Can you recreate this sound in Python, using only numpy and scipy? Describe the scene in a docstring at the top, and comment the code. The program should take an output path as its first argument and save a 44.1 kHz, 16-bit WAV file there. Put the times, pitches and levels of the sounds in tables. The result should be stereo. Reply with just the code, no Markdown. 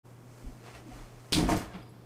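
"""A desk chair takes a person's weight in a small quiet room: the mechanism clacks and rattles, the frame
booms twice and small metal parts squeak, from filtered grains, ringing modes and rough narrow tones.
Before and during this, clothes rustle as fine coloured grains, and there are short creaks and soft low
swings through the floor. Fan noise and a mains hum lie below; a close stereo pair of microphones."""
import sys
import numpy as np
from scipy import signal
from scipy.fft import rfft, irfft
from scipy.io import wavfile
from scipy.ndimage import uniform_filter1d

SR = 44100
rng = np.random.default_rng(int(sys.argv[2]) if len(sys.argv) > 2 else 0)


def generate_wav(signal):
    """Clip the signal to [-1, 1] and save it as 16-bit WAV at the path in sys.argv[1]."""
    frames = np.transpose(np.atleast_2d(signal))
    scaled = np.clip(frames, -1, 1) * 32767
    pcm = np.round(scaled).astype(np.int16)
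    wavfile.write(sys.argv[1], SR, pcm)


N = 90713
TIME_S = np.arange(N) / SR


def amp(db):
    """Decibels to linear gain."""
    return 10 ** (np.asarray(db) / 20)


def unit(x):
    """Scale a signal to rms 1."""
    return x / np.sqrt(np.mean(x ** 2) + 1e-20)


def in_time(rows):
    """Level curves in dB from rows of a time and levels; silent ahead of the first row."""
    time_s, *levels = np.transpose(rows)
    return [np.interp(TIME_S, time_s, level_db, left=-120) for level_db in levels]


def colour(x, points):
    """Filter a signal with a gain curve drawn over log frequency."""
    hz, db = np.transpose(points)
    freqs = np.maximum(np.fft.rfftfreq(x.shape[-1], 1 / SR), 1)
    gain = amp(np.interp(np.log(freqs), np.log(np.maximum(hz, 1)), db))
    return irfft(rfft(x) * gain, x.shape[-1])


def grains(per_s, spread_db):
    """Random clicks of uneven size and either sign, rms 1."""
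    size = amp(spread_db * np.minimum(rng.exponential(1, N), 4))
    size = size * rng.choice([-1, 1], N)
    return unit(size * (rng.random(N) < per_s / SR))


def ring(clicks, hz, t60_s):
    """Two-pole resonator: a unit click sets a decaying sine of height 1 ringing."""
    radius = amp(-60 / (max(t60_s, .003) * SR))
    turn = 2 * np.pi * hz / SR
    # the tiny offset keeps the filter clear of denormal numbers
    return signal.lfilter([0, np.sin(turn)], [1, -2 * radius * np.cos(turn), radius * radius], clicks + 1e-18)


def ring_all(drive, modes):
    """Sum of resonators, one for each mode of a solid part."""
    return sum(amp(db) * ring(drive, hz, t60_s) for hz, db, t60_s in modes)


def body(drive, modes):
    """A part rung by its drive, scaled so that steady unit noise would give rms 1."""
    tick = np.eye(1, SR // 2)[0]
    norm = np.sqrt(np.sum(ring_all(tick, modes) ** 2))
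    return ring_all(drive, modes) / norm


def rough_tones(rows, width):
    """Sine plus narrow noise at each pitch, swelling fast and dying away; width is bandwidth / pitch."""
    out = np.zeros(N)
    noise = rng.standard_normal((len(rows), N))
    for (start_s, length_s, hz, db), hiss in zip(rows, noise):
        u = np.maximum(TIME_S - start_s, 0) / length_s
        rough = unit(ring(hiss, hz, 2.2 / (width * hz)))
        tone = np.sin(2 * np.pi * hz * TIME_S) + .5 * rough
        swell = 8 * u * np.exp(-3 * u)  # peaks near 1 at a third of the length
        out += amp(db) * tone * swell
    return out


def wide(pair, side_gain):
    """Left and right from a mid signal and a side signal with its own gain curve."""
    side = colour(pair[1], side_gain)
    return np.array([pair[0] + side, pair[0] - side])


def background():
    """Steady fan and room noise, coloured and spread in stereo, over a centred sine of mains hum."""
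    # fan and room noise spectrum: pitch_hz [Hz], density_db [relative dB per Hz]
    air_spectrum = [(12, -45), (25, -10.5), (60, -19.5), (90, -14), (120, -10), (160, -11), (320, -12.5),
                    (574, -19.5), (1000, -23.5), (1960, -33.5), (4000, -45.5), (8000, -44.5), (16000, -44)]
    # stereo spread of the noise: pitch_hz [Hz], side_gain_db [dB]
    air_width = [(60, -29), (110, -39), (200, -22), (380, -13), (700, -9), (1290, -4), (2380, -3),
                 (4400, 0.5), (8120, 0), (15000, 0)]
    air_db = -56.5  # rms of the mid above 150 Hz
    hum_hz, hum_db = 120, -54  # rms level
    noise = colour(rng.standard_normal((2, N)), air_spectrum)
    above_bass = signal.butter(4, 150, "high", fs=SR, output="sos")
    level = np.std(signal.sosfilt(above_bass, noise[0]))
    hum = amp(hum_db) * np.sqrt(2) * np.sin(2 * np.pi * hum_hz * TIME_S)
    return wide(amp(air_db) * noise / level, air_width) + hum


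def clothing():
    """Dense fine grains of cloth sliding on cloth, a duller and a brighter part."""
    # rustle levels: time_s [s], mid_db [dB], treble_db [dB]
    rustle = [(0.03, -68.5, -72), (0.22, -69, -72.5), (0.386, -62, -65), (0.608, -63, -68.5),
              (0.67, -48.5, -62), (0.726, -57, -64), (0.752, -48.5, -59), (0.834, -63, -70.5),
              (0.958, -52.5, -61), (1.124, -61.5, -68.5), (1.31, -61, -65), (1.326, -49, -70),
              (1.332, -35.5, -35), (1.352, -48, -46), (1.368, -39, -41.5), (1.47, -43, -54),
              (1.502, -38.5, -40), (1.522, -33, -42.5), (1.558, -43.5, -49.5), (1.57, -41.5, -45.5),
              (1.694, -55.5, -68.5), (1.728, -55, -70), (1.742, -47, -68.5), (1.8, -54, -73),
              (1.9, -70, -90)]
    # spectra of the two parts: pitch_hz [Hz], density_db [relative dB per Hz]
    cloth_mid = [(200, -13), (400, -1), (1000, -3.5), (2000, -7), (3500, -14.5), (5000, -22.5), (8000, -80)]
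    cloth_treble = [(2500, -18), (4000, -8), (6000, 1.5), (9000, -1.5), (12000, -9), (16000, -12)]
    mid_db, treble_db = in_time(rustle)
    slide = grains(9000, 3.17)
    dull = amp(mid_db) * unit(colour(slide, cloth_mid))
    bright = amp(treble_db) * unit(colour(slide, cloth_treble))
    return dull + bright


def creaks():
    """Short creaks of floor and chair: tones roughened by fairly narrow noise."""
    # creaks: start_s [s], length_s [s], pitch_hz [Hz], level_db [dB]
    creak_rows = [(.44, .022, 253, -45), (.47, .035, 253, -46), (.608, .017, 450, -49),
                  (.675, .03, 480, -54), (.733, .03, 2700, -61), (.745, .025, 1900, -58),
                  (.765, .03, 5600, -66), (.853, .035, 315, -45), (.883, .035, 250, -46),
                  (.912, .025, 740, -55), (.945, .035, 280, -52), (1.0, .03, 300, -52),
                  (1.49, .02, 6500, -51), (1.485, .029, 1060, -36), (1.745, .035, 180, -43),
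                  (1.703, .033, 1620, -57), (1.735, .027, 2750, -59), (1.814, .012, 3300, -59)]
    return rough_tones(creak_rows, width=.08)


def thuds():
    """Soft pushes on the floor: a low swing or two that swells and fades."""
    # thuds: centre_s [s], level_db [dB ahead of the swing gain], pitch_hz [Hz],
    # length_s [s between the 1/e points], swing [gain; positive swings down through the centre]
    thud_rows = [(0.452, -39, 45, 0.024, -0.95), (.472, -30, 44, 0.031, 0.74),
                 (0.519, -42.5, 35, 0.038, -0.84), (0.768, -50, 64, 0.081, 0.8),
                 (0.945, -42.5, 45.3, 0.046, 1), (1.017, -42, 32.2, 0.1, 0.86),
                 (1.17, -50.5, 33.2, 0.091, 0.76), (1.41, -44, 40.4, 0.049, 1),
                 (1.465, -25.5, 50, 0.083, -0.61), (1.503, -44, 31, 0.05, -1),
                 (1.56, -47, 31.4, 0.076, 0.31), (1.658, -41, 60, 0.098, 0.75),
                 (1.776, -51, 51, 0.09, 0.91)]
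    out = np.zeros(N)
    for centre_s, db, hz, length_s, swing in thud_rows:
        from_centre = TIME_S - centre_s
        swell = np.exp(-(2 * from_centre / length_s) ** 2)
        out -= swing * amp(db) * np.sin(2 * np.pi * hz * from_centre) * swell
    return out


def shaken(knocks, modes, level_db):
    """Modes kept ringing by a stream of knocks, evened in strength, then following the load."""
    even_s = 0.0295  # span of the running power
    x = body(knocks, modes)
    power = uniform_filter1d(x ** 2, size=int(even_s * SR))
    return amp(level_db) * x / np.sqrt(power + .1)  # the .1 keeps quiet gaps from being pulled up


def frame():
    """Irregular knocks inside the loaded chair ring its seat, back and upper part."""
    # shaking of the frame: time_s [s], seat_db [dB], back_db [dB], upper_db [dB]
    load = [(1.322, -44, -29, -47), (1.334, -38, -40, -75), (1.37, -27, -30.5, -68),
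            (1.382, -26.5, -24.5, -38), (1.405, -34.5, -27.5, -41.5), (1.45, -32.5, -29, -38.5),
            (1.474, -43, -32.5, -55), (1.492, -43, -30.5, -27), (1.512, -37, -30.5, -33.5),
            (1.53, -35, -25.5, -30.5), (1.546, -28, -34, -32.5), (1.576, -32.5, -36, -44.5),
            (1.622, -50, -42, -45), (1.64, -41.5, -47.5, -46), (1.718, -65, -62, -58),
            (1.748, -46, -65, -62), (1.77, -48.5, -51.5, -53.5), (1.802, -62, -53.5, -69),
            (1.844, -68, -66, -68), (1.876, -65, -82, -59), (1.9, -61, -63.5, -78)]
    # modes of the three parts: pitch_hz [Hz], level_db [relative dB], t60_s [s]
    seat_modes = [(112, -14, 0.215), (148, -6, .1), (185.7, 3, 0.232)]
    back_modes = [(250.6, 2, 0.1), (283.2, -2.5, 0.16), (309.8, 1, 0.1), (347, -24, 0.12), (418, -16, 0.12)]
    upper_modes = [(504, -13.5, 0.059), (620, -11, 0.076), (708.6, 0.5, 0.053), (785, -0.5, 0.036),
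                   (913, -0.5, 0.039), (1045, -1, 0.022), (1217, -4.5, 0.038), (1440, -4, 0.024),
                   (1716, -6.5, 0.029), (2155, -9.5, 0.025)]
    seat_db, back_db, upper_db = in_time(load)
    knocks = grains(400, 3.0)  # seat and back share their knocks
    low = shaken(knocks, seat_modes, seat_db) + shaken(knocks, back_modes, back_db)
    return low + shaken(grains(1200, 1.7), upper_modes, upper_db)


def mechanism():
    """Metal contacts, single clacks over a dying chatter: broad noise and ringing modes."""
    # chatter of the seat mechanism: time_s [s], level_db [dB]
    rattle = [(1.325, -56), (1.335, -35), (1.36, -33.5), (1.40, -40), (1.46, -53), (1.5, -77), (1.59, -67),
              (1.7, -72)]
    # separate clacks: start_s [s], level_db [dB]
    clacks = [(1.323, -21), (1.3295, -20), (1.332, -28), (1.335, -21.5), (1.342, -30), (1.346, -27),
              (1.349, -26), (1.387, -39), (1.492, -43), (1.566, -36)]
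    # spectrum of the broad noise: pitch_hz [Hz], density_db [relative dB per Hz]
    rattle_spectrum = [(470, -38), (800, -36), (1400, -1.5), (2200, -1.5), (2980, -1), (3400, 5.5),
                       (5200, 1), (6500, -5.5), (9000, -4.5), (10500, -11), (11500, -21), (15700, -17)]
    # metal modes: pitch_hz [Hz], level_db [relative dB], t60_s [s]
    metal_modes = [(2340, -5, 0.045), (2648, 5.5, 0.024), (3257, 5.5, 0.054), (3475, 8.5, 0.034),
                   (4180, -5, 0.022), (4710, 4, 0.05), (5520, 5, .055), (8920, 6, 0.027), (9750, 4, 0.043)]
    clack_t60_s, metal_db = 0.012, -8
    chatter_db, = in_time(rattle)
    force = amp(chatter_db)
    for start_s, db in clacks:
        since = TIME_S - start_s
        force += amp(db - 60 * np.maximum(since, 0) / clack_t60_s) * (since >= 0)
    broad = unit(colour(grains(15000, 1.4), rattle_spectrum))
    metal = body(force * grains(5000, 2.3), metal_modes)
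    return force * broad + amp(metal_db) * metal


def squeaks():
    """Thin squeaks of small metal parts: high tones with very narrow noise."""
    # squeaks: start_s [s], length_s [s], pitch_hz [Hz], level_db [dB]
    squeak_rows = [(1.571, .012, 12200, -49), (1.594, .016, 12200, -59), (1.616, .016, 12200, -59),
                   (1.583, .026, 9600, -54), (1.569, .014, 7900, -51), (1.822, .02, 4900, -63),
                   (1.86, .05, 4880, -70), (1.822, .025, 11300, -72), (1.893, .009, 11100, -65),
                   (1.904, .007, 7700, -70)]
    return rough_tones(squeak_rows, width=.01)


def room(x):
    """Direct sound and a decaying diffuse tail, thinner in the bass, mid and side."""
    # stereo spread: pitch_hz [Hz], side_gain_db [dB]
    room_width = [(60, -42), (110, -36), (200, -20), (380, -10), (700, -7), (1290, -3), (2380, 1.5),
                  (4400, 2), (8120, -1.5), (15000, -1)]
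    t60_s, tail_db = 0.2, -8  # tail against direct sound, ahead of the bass cut
    bass_cut_hz = 500
    lean = -0.079  # direct sound in the side, ahead of its scaling; negative leans right
    t = np.arange(SR // 2) / SR
    tail = rng.standard_normal((2, len(t))) * amp(-60 * t / t60_s)
    tail *= amp(tail_db) / np.sqrt(np.sum(tail[0] ** 2))
    tail[0] = signal.lfilter(*signal.butter(1, bass_cut_hz, "high", fs=SR), tail[0])
    tail[:, 0] = 1, lean  # the first sample is the direct sound
    # the side gets the energy of the mid
    tail[1] *= np.sqrt(np.sum(tail[0] ** 2) / np.sum(tail[1] ** 2))
    pair = signal.fftconvolve(x[None], tail, axes=1)[:, :N]
    return wide(pair / np.sqrt(1 + amp(2 * tail_db)), room_width)


def scene():
    """Clothes, creaks and chair go through the room; thuds and background are added directly."""
    near = clothing() + creaks() + frame() + mechanism() + squeaks()
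    return room(near) + thuds() + background()


def record(dry):
    """A short fade-in, then a steep low-pass that cuts the top."""
    fade_start_s, fade_end_s = 0.03, 0.056
    stop_hz = 16200  # 70 dB down from here up
    fade = np.interp(TIME_S, (fade_start_s, fade_end_s), [0, 1]) ** 2
    top_cut = signal.cheby2(16, 70, stop_hz, fs=SR, output="sos")
    return signal.sosfilt(top_cut, dry * fade)


dry = scene()
out = record(dry)
generate_wav(out)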